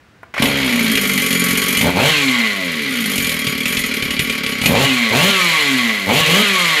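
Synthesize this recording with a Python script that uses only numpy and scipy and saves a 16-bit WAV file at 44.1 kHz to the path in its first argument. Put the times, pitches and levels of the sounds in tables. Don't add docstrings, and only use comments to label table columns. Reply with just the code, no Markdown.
import sys
import numpy as np
from scipy import signal
from scipy.fft import rfft, irfft, next_fast_len
from scipy.io import wavfile
from scipy.ndimage import uniform_filter1d, map_coordinates

SR = 44100
rng = np.random.default_rng(int(sys.argv[2]) if len(sys.argv) > 2 else 0)


def file_out(sig):
    cols = np.atleast_2d(sig).T
    lim = np.clip(cols, -1, 1)
    pcm = np.round(lim * 32767).astype(np.int16)
    wavfile.write(sys.argv[1], SR, pcm)


N = 299880


def amp(db):
    return 10 ** (np.asarray(db) / 20)


def unit(x):
    return x / np.sqrt(np.mean(x ** 2) + 1e-20)


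def even(x, size=3000):
    power = uniform_filter1d(uniform_filter1d(x ** 2, size), size // 2)
    return x / np.sqrt(np.abs(power) + 1e-4 * np.mean(x ** 2))


def along(points, hz):
    f, value = np.transpose(points)
    return np.interp(np.log(hz + 1), np.log(f + 1), value)


def at_speed(rows, speed):
    speeds, *columns = np.transpose(rows)
    return [np.interp(speed, speeds, column) for column in columns]


def between(start, end, fade):
    return np.interp(np.arange(N) / SR, [start - fade, start, end, end + fade], [0, 1, 1, 0])


def wobble(rate):
    knots = rng.standard_normal(int(N * rate / SR) + 2)
    return map_coordinates(knots, [np.arange(N) * rate / SR])


def coloured(x, spectrum, size=8192):
    log_gain = np.log(amp(along(spectrum, np.fft.rfftfreq(size, 1 / SR))))
    cepstrum = irfft(log_gain)
    cepstrum[1:size // 2] *= 2
    cepstrum[size // 2 + 1:] = 0
    response = irfft(np.exp(rfft(cepstrum)))
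    return signal.fftconvolve(x, response / np.linalg.norm(response))[:N]


def rung(x, modes):
    t = np.arange(SR // 4) / SR
    response = 0
    for hz, width, db in modes:
        decay = np.exp(-np.pi * width * t)
        response = response + amp(db) * width * decay * np.sin(2 * np.pi * hz * t)
    return signal.fftconvolve(x, response)[:N]


def gliding(x, hz, width_hz):
    carrier = np.exp(2j * np.pi * np.cumsum(hz) / SR)
    pole = np.exp(-np.pi * width_hz / SR)
    return (carrier * signal.lfilter([1 - pole], [1, -pole], x / carrier)).real


def pulses(times, scatter_db, jitter):
    size, shift = rng.standard_normal((len(times), 2)).T
    at = (times + jitter * shift) * SR
    taps = np.floor(at)[:, None] + np.arange(-7, 9)
    offset = taps - at[:, None]
    shape = np.sinc(offset) * np.cos(np.pi * offset / 16) ** 2
    weights = shape * amp(scatter_db * size)[:, None]
    places = np.clip(taps, 0, N - 1).astype(int)
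    return np.bincount(places.ravel(), weights.ravel(), N)


def struck(times, db):
    return np.bincount(np.round(np.asarray(times) * SR).astype(int), amp(db), N)


def bursts(blows, rise, decay):
    t = np.arange(SR // 8) / SR
    envelope = (1 - np.exp(-t / rise)) * np.exp(-t / decay)
    return signal.fftconvolve(blows, envelope)[:N] * rng.standard_normal(N)


# opens t/s, closes t/s, top crank speed f/Hz
THROTTLE_BLIPS = [(1.785, 1.9, 92), (1.94, 2.1, 157.5), (4.6, 4.85, 139.7), (5.1, 5.3, 201),
                  (6.06, 6.21, 160), (6.26, 6.42, 212)]
OPEN_S, SHUT_S = 0.034, 0.013


def throttle():
    t = np.arange(N) / SR
    opening = np.zeros(N)
    for opens, closes, _ in THROTTLE_BLIPS:
        opening += np.interp(t, [opens, opens + OPEN_S, closes, closes + SHUT_S], [0, 1, 1, 0])
    return opening


# t/s, turns per second f/Hz
IDLE_SPEED = [(0.33, 24), (0.4, 30), (0.47, 70), (0.6, 67.6), (0.7, 60.7), (1.0, 50.5), (1.3, 46),
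              (1.78, 44.4), (3.25, 44), (3.55, 37), (3.73, 44), (4.0, 35.5), (4.3, 37), (4.6, 33)]
COAST_S, FRICTION = 1.29, 31.4


def crank_speed():
    t = np.arange(N) / SR
    idle = np.interp(t, *np.transpose(IDLE_SPEED))
    speed = idle
    for opens, closes, top in THROTTLE_BLIPS:
        start = speed[round(opens * SR)]
        climb = start + (top - start) * np.sin(np.pi / 2 * (t - opens) / (closes - opens)) ** 2
        coast = (top + FRICTION * COAST_S) * np.exp((closes - t) / COAST_S) - FRICTION * COAST_S
        speed = np.select([t < opens, t < closes], [speed, climb], np.maximum(coast, idle))
    return speed


# t/s, blow level/dB
SINGLE_FIRINGS = [(0.4218, -4), (0.455, -11), (0.9527, -7.5), (1.327, -11), (1.507, -13), (1.77, -8),
                  (1.8106, -9), (3.1782, -9), (3.244, -10.5), (3.292, -11.5), (3.4675, -7.5), (3.655, -8.5),
                  (3.7683, -6.5), (3.8367, -13.5), (3.9386, -11), (4.0225, -11), (4.1056, -11), (4.192, -5),
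                  (4.2962, -10), (4.4619, -10), (4.4897, -18), (4.6143, -8.5), (4.6578, -2.5)]


def crank_angle(speed):
    t, angle = np.arange(N) / SR, np.cumsum(speed) / SR
    fired = np.transpose(SINGLE_FIRINGS)[0]
    at = np.interp(fired, t, angle)
    whole = np.cumsum(np.round(np.diff(at, prepend=0)))
    return angle + np.interp(t, fired, whole - at)


# f/Hz, relative level/dB
BACKGROUND_SPECTRUM = [(18, -40), (30, -47), (69, -17), (97, -21), (881, -35), (1600, -31), (15000, -62)]


def background():
    return amp(-50) * coloured(rng.standard_normal(N), BACKGROUND_SPECTRUM)


# t/s, snap level/dB, hollow knock level above the snap/dB
STARTER_BLOWS = [(0.23, -34.5, 4), (0.339, -9.5, -20), (0.365, -21.5, -6), (0.378, -5.5, -17)]
# f/Hz, relative level/dB
PAWL_SPECTRUM = [(200, -16), (700, -8), (1500, -12), (2300, 1), (3200, -18), (6000, -28), (15000, -39)]
# f/Hz, relative level/dB
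HOUSING_SPECTRUM = [(150, -13), (600, 2), (1000, 8), (1500, 8), (4000, -33)]
# f/Hz, relative level/dB
THUMP_SPECTRUM = [(25, -25), (65, -18), (120, -3), (300, -7), (600, -23), (1000, -56)]


def starter():
    s, db, knock_db = np.transpose(STARTER_BLOWS)
    snap = coloured(bursts(struck(s, db), rise=0.0024, decay=0.0097), PAWL_SPECTRUM)
    knock = coloured(bursts(struck(s, db + knock_db), rise=.0015, decay=.004), HOUSING_SPECTRUM)
    catch = coloured(struck([.401], [8]), THUMP_SPECTRUM)
    return amp(-6) * snap + amp(10) * knock + catch


# f/Hz, time to die by 60 dB t/s
WALL_DECAY = [(150, 0.58), (2000, 0.25), (12000, 0.15)]


def workshop(x):
    hz, t, noise = signal.stft(rng.standard_normal(SR // 2), SR, nperseg=256)
    dying = noise * amp(-60 * t / along(WALL_DECAY, hz)[:, None])
    tail = signal.istft(dying, SR, nperseg=256)[1]
    response = np.pad(tail / np.linalg.norm(tail), (SR // 200, 0))
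    return signal.fftconvolve(x, response)[:N]


# f/Hz, width f/Hz, relative level/dB
CASING_MODES = [(1126, 12, 26), (2104, 28, 23.5), (2335, 79, 21), (3020, 140, 14.5), (3250, 80, 21.5)]
# f/Hz, relative level/dB
SLOW_CLATTER_SPECTRUM = [(150, -30), (400, -2.5), (600, -5.5), (780, -40), (1250, -2), (1700, -5.5),
                         (2150, 8), (2650, -1.5), (3250, -4.5), (4300, -2.5), (5600, -12.5), (7500, -20),
                         (15000, -49)]
# f/Hz, relative level/dB
FAST_CLATTER_SPECTRUM = [(250, -36), (500, -2.5), (800, -17), (1200, -4.5), (1600, -1), (2150, 6),
                         (3100, 1.5), (4200, 2), (5500, -15.5), (7300, -13.5), (9000, -24), (15000, -77)]


def clatter(turns, fast):
    slaps = pulses(turns, scatter_db=3.5, jitter=0.00062)
    drive = even(unit(bursts(slaps, rise=0.0021, decay=0.01)) + 0.27 * rng.standard_normal(N))
    rattle = np.sqrt(1 - fast) * coloured(drive, SLOW_CLATTER_SPECTRUM)
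    rasp = np.sqrt(fast) * coloured(drive, FAST_CLATTER_SPECTRUM)
    ringing = amp(-4) * (1 - .5 * fast) * unit(rung(drive, CASING_MODES))
    return amp(-4.5 * fast) * even(unit(rattle + rasp) + ringing)


# f/Hz, width f/Hz, relative level/dB
DRUM_MODES = [(6895, 33, 12.5), (8800, 93, -14), (9100, 14, 0.5), (9900, 150, 11), (10760, 130, 0.5),
              (11680, 350, 5), (12960, 160, 8.5)]
# f/Hz, relative level/dB
JINGLE_SPECTRUM = [(3000, -32), (5000, 8), (7000, 13), (8300, 6), (10100, 8), (10800, 10), (12200, 6),
                   (13700, 4.5), (15500, -36)]


def clutch(turns, fast):
    blows = pulses(turns, scatter_db=5.0, jitter=0.00034)
    knocks = even(bursts(blows, rise=0.00068, decay=0.012))
    ringing = amp(3.5) * (1 - fast) * unit(rung(knocks, DRUM_MODES))
    return even(coloured(knocks, JINGLE_SPECTRUM) + ringing)


# f/Hz, relative level/dB
BUZZ_SPECTRUM = [(100, -58), (400, -3), (600, -34), (760, -14.5), (1130, 1.5), (1550, -14), (2100, 0.5),
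                 (3000, -5), (4200, -2), (6000, -18.5)]
COOL_RING_HZ, HOT_RISE_HZ, HEAT_LAG_S = 1997, 1325, 0.092
FLUTTER_HZ, FLUTTER_RATE = 55, 45


def buzz(turns, fast, load):
    snaps = pulses(turns, scatter_db=1.0, jitter=.00003)
    edge = coloured(snaps, BUZZ_SPECTRUM)
    keep = np.exp(-1 / (HEAT_LAG_S * SR))
    heat = signal.lfilter([1 - keep], [1, -keep], load * fast)
    ring_hz = COOL_RING_HZ + HOT_RISE_HZ * heat + FLUTTER_HZ * wobble(FLUTTER_RATE)
    muffler_ring = even(gliding(edge, ring_hz, width_hz=80))
    casing_ring = unit(rung(edge, CASING_MODES))
    return fast * even(even(edge) + amp(7) * muffler_ring + amp(2.5) * casing_ring)


# f/Hz, relative level/dB
MUFFLER_SPECTRUM = [(30, -50), (65, -18), (120, -15.5), (160, -5.5), (205, 5), (272, 2), (320, -17),
                    (430, -5.5), (620, -48), (760, -49), (1500, -57)]
# order (multiple of crank speed), relative level/dB
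PUFF_ORDERS = [(1, 0), (2, 1), (3, -2), (4, 5), (5, -6), (6, -7)]


def muffler(turns, angle, speed):
    puffs = pulses(turns + 0.00393, scatter_db=3.0, jitter=0.00084)
    lumpy = even(coloured(puffs, MUFFLER_SPECTRUM))
    hum = 0
    for order, db in PUFF_ORDERS:
        gain = amp(db + along(MUFFLER_SPECTRUM, order * speed))
        hum = hum + gain * np.sin(2 * np.pi * order * (angle - .3))
    above_idle = np.clip((speed - 41) / 14, 0, 1)
    share = above_idle * (.8 + .19 * np.clip((speed - 60) / 30, 0, 1))
    return np.sqrt(1 - share) * lumpy + np.sqrt(share) * even(hum)


# f/Hz, relative level/dB
BARK_SPECTRUM = [(30, -13), (75, -6.5), (130, -4.5), (330, -3), (530, 0.5), (700, -4), (930, -2.5),
                 (1200, -9), (2500, -21), (6000, -42)]


def bark(turns):
    shots = pulses(turns, scatter_db=1.6, jitter=.00006)
    gas = bursts(shots, rise=.0005, decay=.005)
    roar = coloured(unit(shots) + .6 * unit(gas), BARK_SPECTRUM)
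    return even(roar + .6 * workshop(roar), size=1500)


# start t/s, starting level/dB, fall a second/dB
START_FLARE = (0.42, -24, 29)


def flare():
    start, db, fall_db_per_s = START_FLARE
    age = np.arange(N) / SR - start
    return (age > 0) * amp(db - fall_db_per_s * np.abs(age))


# f/Hz, relative level/dB
POP_SPECTRUM = [(200, 6.5), (550, -3.5), (800, -27), (1600, -6), (2250, 11), (3500, 4.5), (5500, -7),
                (10000, -7.5), (15000, -40)]


def firings():
    s, db = np.transpose(SINGLE_FIRINGS)
    blows = struck(s, db)
    pop = coloured(bursts(blows, rise=0.0021, decay=0.0049), POP_SPECTRUM)
    thump = coloured(blows, THUMP_SPECTRUM)
    shaken = rung(bursts(blows, rise=0.016, decay=0.035), DRUM_MODES)
    return amp(2.5) * pop + amp(5.5) * thump + amp(-40.5) * unit(shaken)


# order (multiple of crank speed), relative level/dB
WHINE_ORDERS = [(2, -4), (3, -7), (4, -11), (5, -5), (6, 0), (7, -1)]


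def whine(angle, speed):
    orders = 0
    for order, db in WHINE_ORDERS:
        orders = orders + amp(db + 3 * wobble(15)) * np.cos(2 * np.pi * order * angle)
    strength = np.interp(speed, [55, 75, 100, 135, 175], [0, .45, .4, .35, 1])
    return amp(-11) * strength * orders


# f/Hz, relative level/dB
AIRBOX_SPECTRUM = [(35, -25), (80, -5.5), (140, -6.5), (195, 5.5), (260, -3), (340, -20.5), (700, -28.5)]


def intake(turns):
    gulps = pulses(turns, scatter_db=0.0, jitter=0.0001)
    return even(coloured(gulps, AIRBOX_SPECTRUM), size=1500)


# turns per second f/Hz, then relative level/dB of muffler hum, casing clatter, port buzz, clutch jingle
LEVELS_BY_SPEED = [(32, -26, -26, -27, -44.5), (39.6, -25, -24.5, -26, -34.5), (44.6, -25.5, -24, -7, -27),
                   (54.4, -18.5, -23.5, -23, -30.5), (70.5, -26.5, -23.5, -19.5, -38.5),
                   (95.6, -26.5, -24.5, -20, -39.5), (113.6, -21.5, -18.5, -17, -36.5),
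                   (130, -17, -17, -20.5, -32.5), (150.4, -32, -15, -17, -32),
                   (179, -25.5, -15.5, -16.5, -29.5), (198, -21.5, -15, -19, -31.5)]
# turns per second f/Hz, relative level/dB of exhaust bark, intake honk
LEVELS_UNDER_LOAD = [(44.7, -32.5, -26.5), (73.6, -22.5, -15), (104, -16.5, -27), (149, -22.5, -20),
                     (202, -25, -13.5)]
LOAD_CLATTER_DB, LOAD_JINGLE_DB = 1.5, 3
COLD_HUM_DB, COLD_CLATTER_DB, COLD_JINGLE_DB = 4, 2.5, 1.5


def scene():
    speed, load = crank_speed(), throttle()
    angle = crank_angle(speed)
    turns = np.interp(np.arange(1, int(angle[-1]) + 1), angle, np.arange(N) / SR)
    fast = np.clip((speed - 48) / 70, 0, 1)
    cold = between(0, THROTTLE_BLIPS[0][0], fade=.1)
    running = between(0.395, N / SR, fade=0.042)
    puffing = between(.402, N / SR, fade=.004)
    hum_db, clatter_db, buzz_db, jingle_db = at_speed(LEVELS_BY_SPEED, speed)
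    bark_db, honk_db = at_speed(LEVELS_UNDER_LOAD, speed)

    floor = background()
    pull = starter()
    casing = amp(clatter_db + COLD_CLATTER_DB * cold + LOAD_CLATTER_DB * load) * clatter(turns, fast)
    drum = amp(jingle_db + COLD_JINGLE_DB * cold + LOAD_JINGLE_DB * load) * clutch(turns, fast)
    rattles = amp(1.5) * running * (casing + drum) + firings()

    hum = puffing * amp(hum_db + COLD_HUM_DB * cold) * muffler(turns, angle, speed)
    port_sound = amp(-1.5) * buzz(turns, fast, load) + amp(0.5) * whine(angle, speed)
    ports = running * amp(buzz_db) * port_sound
    barking = (load * amp(bark_db) + flare()) * bark(turns)
    honk = load * amp(honk_db) * intake(turns)
    exhaust = amp(-2.5) * hum + ports + amp(2.0) * barking + honk

    room = workshop(amp(-12) * (exhaust + pull) + amp(-6) * rattles)
    mono = exhaust + rattles + pull + room + floor
    return np.array([mono, mono])


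TOP_HZ = 15600


def record(dry):
    rounded = dry / (1 + np.abs(dry / .74) ** 10) ** (1 / 10)
    bass_cut = signal.butter(2, 42, "highpass", fs=SR, output="sos")
    thinned = signal.sosfilt(bass_cut, rounded)
    size = next_fast_len(N + SR // 4)
    kept = np.fft.rfftfreq(size, 1 / SR) < TOP_HZ
    return irfft(rfft(thinned, size) * kept, size)[:, :N]


dry = scene()
out = record(dry)
file_out(out)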